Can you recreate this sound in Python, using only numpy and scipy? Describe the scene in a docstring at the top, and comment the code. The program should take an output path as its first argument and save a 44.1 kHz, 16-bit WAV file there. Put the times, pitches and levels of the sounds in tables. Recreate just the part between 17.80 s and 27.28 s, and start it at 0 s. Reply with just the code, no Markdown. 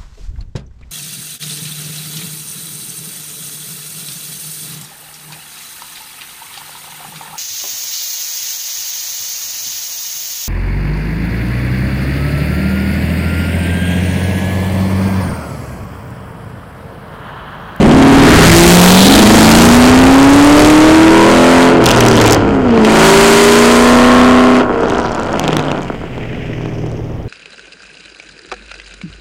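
"""You first hear a V8 car pull away hard on a wet open road, with wind rumbling on a small microphone.
It shifts gear, lifts off and crackles on the overrun far away. Eight uneven exhaust pulses a cycle ring
the pipes and spit hiss. Sliding tones add the firing note and booms; filtered noise makes the
wind, the road spray and the hum of far traffic. Dull echoes follow the car, and the input overloads."""
import sys
import numpy as np
from scipy import signal
from scipy.io import wavfile
from scipy.ndimage import uniform_filter1d

SR = 44100
rng = np.random.default_rng(int(sys.argv[2]) if len(sys.argv) > 2 else 0)


def wav_record(signal):
    """Record a signal, one row per channel, as 16-bit PCM in the file named by sys.argv[1]."""
    frames = np.transpose(np.atleast_2d(signal))
    bounded = np.clip(frames, -1, 1)
    # unit amplitude maps onto the largest positive 16-bit level
    quanta = np.round(bounded * 32767).astype(np.int16)
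    wavfile.write(sys.argv[1], SR, quanta)


N = 418064   # length of the scene in samples


def from_db(db):
    """Turn decibels into a gain."""
    return 10 ** (np.asarray(db) / 20)


def noise():
    """Plain white noise, as long as the scene."""
    return rng.standard_normal(N)


def rms_one(x):
    """Scale a sound so its average (rms) level is 1."""
    return x / np.sqrt(np.mean(x ** 2) + 1e-20)


def evened(x):
    """Hold the level at rms 1, averaged over a fifth of a second."""
    return x / np.sqrt(uniform_filter1d(x ** 2, size=SR // 5) + 1e-12)


def in_time(rows):
    """Draw straight lines between table rows: one curve a column, one value a sample."""
    times, *columns = np.transpose(rows)
    return [np.interp(np.arange(N) / SR, times, column) for column in columns]


def swell(middle_s, length_s):
    """A bell-shaped rise and fall in time, with height 1."""
    return np.exp(-4 * ((np.arange(N) / SR - middle_s) / length_s) ** 2)


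def band(x, low_hz, high_hz):
    """Keep the sound between two frequencies, with soft edges."""
    return signal.sosfilt(signal.butter(2, [low_hz, high_hz], "band", fs=SR, output="sos"), x)


def resonate(x, modes):
    """Ring several resonances side by side; every second one is upside down."""
    out = 0
    for k, (hz, width_hz, db) in enumerate(modes):
        r = np.exp(-np.pi * width_hz / SR)   # a wider resonance dies sooner
        top = (-1) ** k * from_db(db) * (1 - r * r) / 2
        ring = [1, -2 * r * np.cos(2 * np.pi * hz / SR), r * r]
        out = out + signal.lfilter([top, 0, -top], ring, x + 1e-18)
    return out


def puff(clicks, decay_s):
    """Each click lets out a burst of turbulent gas that dies quickly."""
    return signal.lfilter([1], [1, -np.exp(-1 / (decay_s * SR))], clicks + 1e-18) * noise()


# How fast the engine turns: (time [s], speed [engine cycles per s])
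REVS = [(0, 18.71), (0.48, 19.97), (0.96, 22), (1.08, 22.47), (1.32, 24.98), (1.68, 27.67), (1.92, 30.02),
        (2.4, 34.11), (2.88, 37.92), (3.36, 41.09), (3.6, 42.32), (3.84, 43.29), (3.96, 42.92),
        (4.2, 40.09), (4.44, 37.37), (4.68, 35.19), (4.8, 32.66), (4.92, 29), (5.04, 26.91), (5.4, 28.28),
        (6, 30.31), (6.48, 31.2), (6.78, 31.3), (7.08, 30.6), (7.68, 26.21), (8.16, 22.02), (8.4, 20.18),
        (8.64, 19.67), (9.48, 19.28)]


def crank():
    """Add up the speed to get the engine cycles turned so far."""
    return np.cumsum(in_time(REVS)[0]) / SR


FIRING_ORDER = 8   # firings a cycle
STEADY_DB, RAGGED_DB = 1.3, 4.3   # firing-to-firing scatter on and off the throttle
THROTTLE_S = 0.1   # time to change between the two
LATE_MS_PER_DB = 0.07   # a third scatter moves each firing early or late
# Cylinders in firing order: (pulse level before evening out [dB], delay through its own header [ms])
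CYLINDERS = [(0, 0.21), (-2.5, 0.78), (-2.5, 1.655), (4, 0.57), (-5.5, 0.27), (0, 1.748), (-4, 0.38),
             (0, 1.218)]
# Off the throttle: (start time [s], end time [s])
LIFTS = [(3.98, 5.05), (6.82, 9.6)]


def firings(cycles):
    """Cylinders fire in turn, each with its own strength and delay, more ragged off the throttle."""
    fired = np.flatnonzero(np.diff(np.floor(FIRING_ORDER * cycles)))
    pulse_db, delay_ms = np.array(CYLINDERS)[np.arange(len(fired)) % FIRING_ORDER].T
    lifted = sum(np.interp(fired / SR, [a - THROTTLE_S, a, b, b + THROTTLE_S], [0, 1, 1, 0])
                 for a, b in LIFTS)
    scatter_db = STEADY_DB + (RAGGED_DB - STEADY_DB) * lifted
    luck = scatter_db[:, None] * rng.standard_normal((len(fired), 3))
    delay_ms = delay_ms + LATE_MS_PER_DB * luck[:, 2]
    at = np.clip(fired + (delay_ms * SR / 1000).astype(int), 0, N - 1)
    pulses, spits = np.zeros((2, N))
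    pulses[at] = from_db(pulse_db + luck[:, 0])
    spits[at] = from_db(0.96 * pulse_db + luck[:, 1])   # the hiss has a scatter of its own
    return pulses, spits


# An order (multiple) of the cycle rate booms while it crosses a pipe resonance:
# (middle time [s], order [times the cycle rate], length [s], rms level at the middle [dB])
BOOMS = [(0.048, 11.0, 0.1, -2), (0.202, 10.0, 0.53, -6.5), (0.293, 12.0, 0.78, -6), (.36, 14.0, 0.53, 5),
         (0.504, 20.0, 0.63, -6.5), (0.598, 5.0, 0.53, -5.5), (0.601, 6.0, 0.75, -10),
         (.85, 16.0, 0.31, 12), (1.301, 11.0, 0.18, 10), (1.307, 13.0, 0.18, 2.5), (1.393, 9.0, 0.39, 1),
         (1.722, 11.0, 0.3, 6), (1.747, 6.0, 0.38, 5), (1.85, 14.0, .4, -1), (2.403, 13.0, 0.59, -9),
         (2.852, 16.0, 1.07, -4), (3.003, 12.0, 0.28, -15), (3.342, 23.0, 0.31, -16),
         (3.354, 24.0, 0.37, -10.5), (3.5, 5.0, 0.52, -12.5), (3.602, 14.0, 0.57, -12),
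         (3.694, 6.0, 0.62, -2.5), (3.88, 10.0, 0.25, -10), (4.291, 3.0, 0.59, -11),
         (4.293, 6.0, 0.36, -11.5), (4.304, 10.0, 0.21, -11), (4.695, 6.0, 0.19, -14.5),
         (5.024, 16.0, 0.27, -10.5), (5.3, 6.0, 0.42, -12.5), (5.344, 14.0, 0.33, -7),
         (5.652, 14.0, 1.03, -7), (6.186, 16.0, 0.91, -11.5), (6.297, 20.0, 1.1, -17),
         (6.3, 35.0, 0.86, -13), (6.983, 15.0, 0.18, -17.5), (7.104, 13.0, 0.36, -24.5),
         (7.742, 6.0, 0.36, -22.5), (9.1, 6.0, 2, -24.5)]


def tones(cycles, firing_db):
    """The firing note, rising and falling in pitch and level, and booms that swell and fade."""
    out = from_db(firing_db) * np.sin(2 * np.pi * FIRING_ORDER * cycles)
    for middle_s, order, length_s, db in BOOMS:
        tone = np.sin(2 * np.pi * round(order) * cycles)
        out += from_db(db) * swell(middle_s, length_s) * tone
    return np.sqrt(2) * out   # a sine needs this to reach its rms level


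PULSE_TOP_HZ = 1630   # gas pulses are blunt
# Exhaust pipe resonances: (frequency [Hz], width [Hz], level before evening out [dB])
PIPES = [(112, 133, -1.5), (180.7, 40.7, 5), (239, 55, 6.5), (330.6, 44, 7), (417.6, 47, 4.5),
         (574, 477, -9)]
# Silencer resonances: (frequency [Hz], width [Hz], level before evening out [dB])
SILENCER = [(473, 290, -1.5), (699, 152, 5.5), (962.4, 90, 7), (1394, 223, 4)]


def burble_and_bark(pulses, burble_db, bark_db):
    """Blunt gas pulses ring the pipes as a burble and the silencer as a bark."""
    pulses = band(pulses, 120.4, PULSE_TOP_HZ)
    burble = from_db(burble_db) * evened(resonate(pulses, PIPES))
    bark = from_db(bark_db) * evened(resonate(pulses, SILENCER))
    return burble + bark


AIR_TOP_HZ = 8020   # distance dulls the jet
DULL_DB, DULL_PER_RASP = -1, 0.78   # the jet's lower modes swing less than the upper
SIZZLE, SIZZLE_FROM_DB = 0.014, -38   # top-octave share for each dB of rasp above a threshold
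# The air takes the top off a faint, far rasp
DULLED_HZ, CLEAR_FROM_DB, DULL_FROM_DB = 6500, -16, -38
# Tailpipe jet, lower modes: (frequency [Hz], width [Hz], level before evening out [dB])
DULL_RASP = [(1800, 1370, 6), (3300, 270, 0)]
# Tailpipe jet, upper modes: (frequency [Hz], width [Hz], level before evening out [dB])
BRIGHT_RASP = [(4500, 1400, 5.3), (5440, 1100, 6.5), (8150, 9700, 3.5)]


def rasp(spits, bright_db):
    """Gas spat at each firing, plus a steady rush, makes the tailpipe jet hiss and ring."""
    jet = puff(spits, 0.0032) + 0.61 * noise()
    dull_db = DULL_DB + DULL_PER_RASP * bright_db
    dull = from_db(dull_db) * evened(band(resonate(jet, DULL_RASP), 1430, 3370))
    # a hard-driven jet reaches higher
    sizzle = SIZZLE * np.clip(bright_db - SIZZLE_FROM_DB, 0, None) * band(jet, 10200, 12300)
    bright = band(resonate(jet, BRIGHT_RASP), 2640, AIR_TOP_HZ) + sizzle
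    bright = from_db(bright_db) * evened(bright)
    clear = np.interp(bright_db, [DULL_FROM_DB, CLEAR_FROM_DB], [0, 1])
    bright = clear * bright + (1 - clear) * band(bright, 1700, DULLED_HZ)
    return dull + bright


# Throttle and nearness as heard:
# (time [s], burble level [dB], bark level [dB], rasp level [dB], firing tone rms level [dB])
ENGINE = [(0, -3, -35, -23.5, -10), (.5, 6.5, -17, -12.5, -6), (.75, -1, -16, -4, 6), (1.1, 10, 7.5, 2, 14),
          (1.3, 7.5, -4, -7, 9.5), (1.8, 1.5, -2, -5, 5.5), (2.2, 1.5, -7.5, -15, 2),
          (2.8, 1.5, -11, -13, 4), (3.3, -3.5, -8.5, -18.5, 1), (3.83, -9, -6.5, -18, -6),
          (4, -5, -13.5, -29, -4.5), (4.06, -12, -11, -23, -12), (4.54, -6, -10.5, -22, -26),
          (4.6, -13, -18.5, -33.5, -36), (4.83, -12.5, -20.5, -40, -17), (5.05, -7, -12, -22.5, -4),
          (5.25, -7.5, -4, -11.5, -20), (5.76, -8.5, -9.5, -13.5, -17), (6.42, -6.5, -4.5, -21, 0.5),
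          (6.8, -10, -13, -26, -10), (6.85, -17.5, -19.5, -43, -41), (7.15, -16, -17.5, -39.5, -59),
          (7.3, -25, -21, -47, -55), (7.7, -17.5, -22.5, -35, -27), (7.95, -22, -26, -43.5, -27),
          (8.24, -29.5, -35.5, -47.5, -39), (9, -25, -58, -51.5, -29.5), (9.48, -32.5, -66, -62, -38)]


def engine():
    """Firing pulses ring the pipes, strong orders stand out as tones, each firing spits hiss."""
    burble_db, bark_db, rasp_db, firing_db = in_time(ENGINE)
    cycles = crank()
    pulses, spits = firings(cycles)
    exhaust = burble_and_bark(pulses, burble_db, bark_db)
    return tones(cycles, firing_db) + exhaust + rasp(spits, rasp_db)


# Wind rumble: (time [s], level [dB])
WIND = [(0, -8), (.76, 4), (1.05, -3), (1.48, -1.5), (2.3, -3), (3.1, -14.5), (3.6, -23.5), (4.6, -16.5),
        (5, -23), (5.4, -17), (5.8, -29), (7.3, -25.5), (7.9, -33), (8.6, -28), (9.48, -25.5)]


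def wind():
    """Slightly lumpy low noise: air rumbling on the microphone port."""
    gusts = from_db(0.62 * rms_one(band(noise(), 1.4, 8.7)))
    rumble = band(band(noise(), 25.6, 151), 24, 227)
    return from_db(in_time(WIND)[0]) * rms_one(gusts * rumble)


def traffic_hum():
    """Far traffic is a steady band of low noise."""
    return from_db(-31) * rms_one(band(noise(), 92, 560))


def microphone_hiss():
    """The microphone's own faint white noise."""
    return from_db(-60) * noise()


SPRAY_REACH_HZ = 466   # the hiss reaches this far to each side of its centre
# Tyres throw spray off the wet road: (time [s], centre frequency [Hz], level [dB])
SPRAY = [(0, 1424, -37), (.35, 1436, -8), (.55, 1506, 2), (.75, 1585, -6), (.9, 3024, -8), (1.2, 3777, 3.5),
         (1.4, 3695, -3.5), (1.6, 3420, -41), (2, 3280, -60)]


def spray():
    """A band of hiss whose centre slides as the wheels go by: slow noise carried on a moving tone."""
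    centre_hz, db = in_time(SPRAY)
    slow = band(rng.standard_normal((2, N)), 18.0, SPRAY_REACH_HZ)
    turn = 2 * np.pi * np.cumsum(centre_hz) / SR
    return from_db(db) * rms_one(slow[0] * np.cos(turn) + slow[1] * np.sin(turn))


CRACKLES_PER_CYCLE, CRACKLE_SPREAD_DB, CRACKLE_SPREAD_S = 3, 6, 0.002
# Single pops of unburnt fuel at set times, levels before the final mix:
# (time [s], dull crack level [dB], bright crack level [dB])
POPS = [(4.0407, 6, -11), (4.0647, 13, -19), (4.0894, 10, -9), (4.1067, 10, -11), (4.1135, 11, -18),
        (4.2058, 0, -3), (4.284, -7, -4), (4.413, 0, -4), (4.44, -13, -11), (4.477, 1, -5),
        (4.5102, -6, -5), (4.531, -5, 1), (7.0994, -7, -23), (7.199, -18, -24.5), (7.348, -20, -21),
        (7.5955, -3, -15), (7.64, -9, -25), (7.6791, -2, -24), (7.73, 3, -27), (7.7674, 8.5, -15),
        (7.794, -3, -27), (7.916, -1, -25), (8.3795, -23, -47), (8.8094, -32, -48), (8.858, -26, -42),
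        (9.0627, -36, -37), (9.1155, -41, -34)]
# Denser crackle of pops near steps of the crank, typical levels before the final mix:
# (start time [s], end time [s], dull crack level [dB], bright crack level [dB])
CRACKLE = [(4.055, 4.55, -10, -15.5), (7.0, 8.048, -22.5, -38.5)]
# A pop rings the first mode dull, the others bright:
# (frequency [Hz], width [Hz], level before the final mix [dB])
CRACK = [(2980, 1140, 1.2), (5130, 3100, 5.5), (7900, 3800, -16)]


def pops():
    """Each pop is a dull and a bright crack of hiss on top of a push through the pipes."""
    steps_s = np.flatnonzero(np.diff(np.floor(CRACKLES_PER_CYCLE * crank()))) / SR
    spread = [CRACKLE_SPREAD_S, CRACKLE_SPREAD_DB, CRACKLE_SPREAD_DB]
    luck = rng.standard_normal((len(steps_s), 3)) * spread
    crackle = [luck[k] + [s, dull_db, bright_db]
               for start_s, end_s, dull_db, bright_db in CRACKLE
               for k, s in enumerate(steps_s) if start_s < s < end_s]
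    times, dull_db, bright_db = np.transpose(np.vstack([crackle, POPS]))
    at = (times * SR).astype(int)
    dull, bright = np.zeros((2, N))
    dull[at] = from_db(dull_db)
    bright[at] = from_db(bright_db)
    low_crack = band(resonate(puff(dull, 0.00069), CRACK[:1]), 1600, 4140)
    high_crack = band(resonate(puff(bright, 0.00096), CRACK[1:]), 4200, 9300)
    # the square root makes the push vary less than the crack
    thump = band(band(np.sqrt(dull), 120.0, 870), 30, PULSE_TOP_HZ)
    return 3.2 * low_crack + 2.9 * high_crack + 31 * thump


FLUTTER_DB = 4   # rms swing of the flutter
# Bands of hiss swell in the distance:
# (middle time [s], length [s], level at the middle before flutter [dB], low edge [Hz], high edge [Hz])
FAR_HISS = [(8.6, 0.6, -36, 1600, 3040), (7.25, 0.41, -42.5, 3900, 6200), (8.93, 0.93, -52.5, 4660, 6600)]


def far_hiss():
    """Bands of noise swell and fade, sharing one quick flutter in level."""
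    flutter = from_db(FLUTTER_DB * rms_one(band(noise(), 9.5, 49)))
    out = np.zeros(N)
    for middle_s, length_s, db, low_hz, high_hz in FAR_HISS:
        hiss = rms_one(band(band(noise(), low_hz, high_hz), low_hz, high_hz))
        out += from_db(db) * swell(middle_s, length_s) * hiss
    return flutter * out


# Reflections from road, hedge and facade: (delay [s], level [dB])
ECHOES = [(0.022, -14), (0.059, -18), (0.128, -22.5)]


def outdoors(x):
    """Surfaces send back a few delayed, dull copies of the sound."""
    out, dull = x.copy(), band(x, 122, 1980)
    for delay_s, db in ECHOES:
        delay = int(delay_s * SR)
        out[delay:] += from_db(db) * dull[:N - delay]
    return out


def scene():
    """Mix the car and its echoes with wind, far traffic and hiss."""
    car = outdoors(engine() + pops() + spray())
    return (car + wind() + traffic_hum() + far_hiss() + microphone_hiss())[None]


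TOP, OFFSET = 0.71, 0.02   # overload ceiling and bias of the input stage
CUTOFF_HZ = 16550   # from here up, the treble is at least 70 dB down


def record(dry):
    """The input stage flattens loud peaks near its ceiling with a hard knee; the top is cut."""
    x = (dry + OFFSET) / TOP
    flat = TOP * x / (1 + np.abs(x) ** 4.5) ** (1 / 4.18)
    return signal.sosfilt(signal.cheby2(22, 70, CUTOFF_HZ, fs=SR, output="sos"), flat)


dry = scene()
out = record(dry)
wav_record(out)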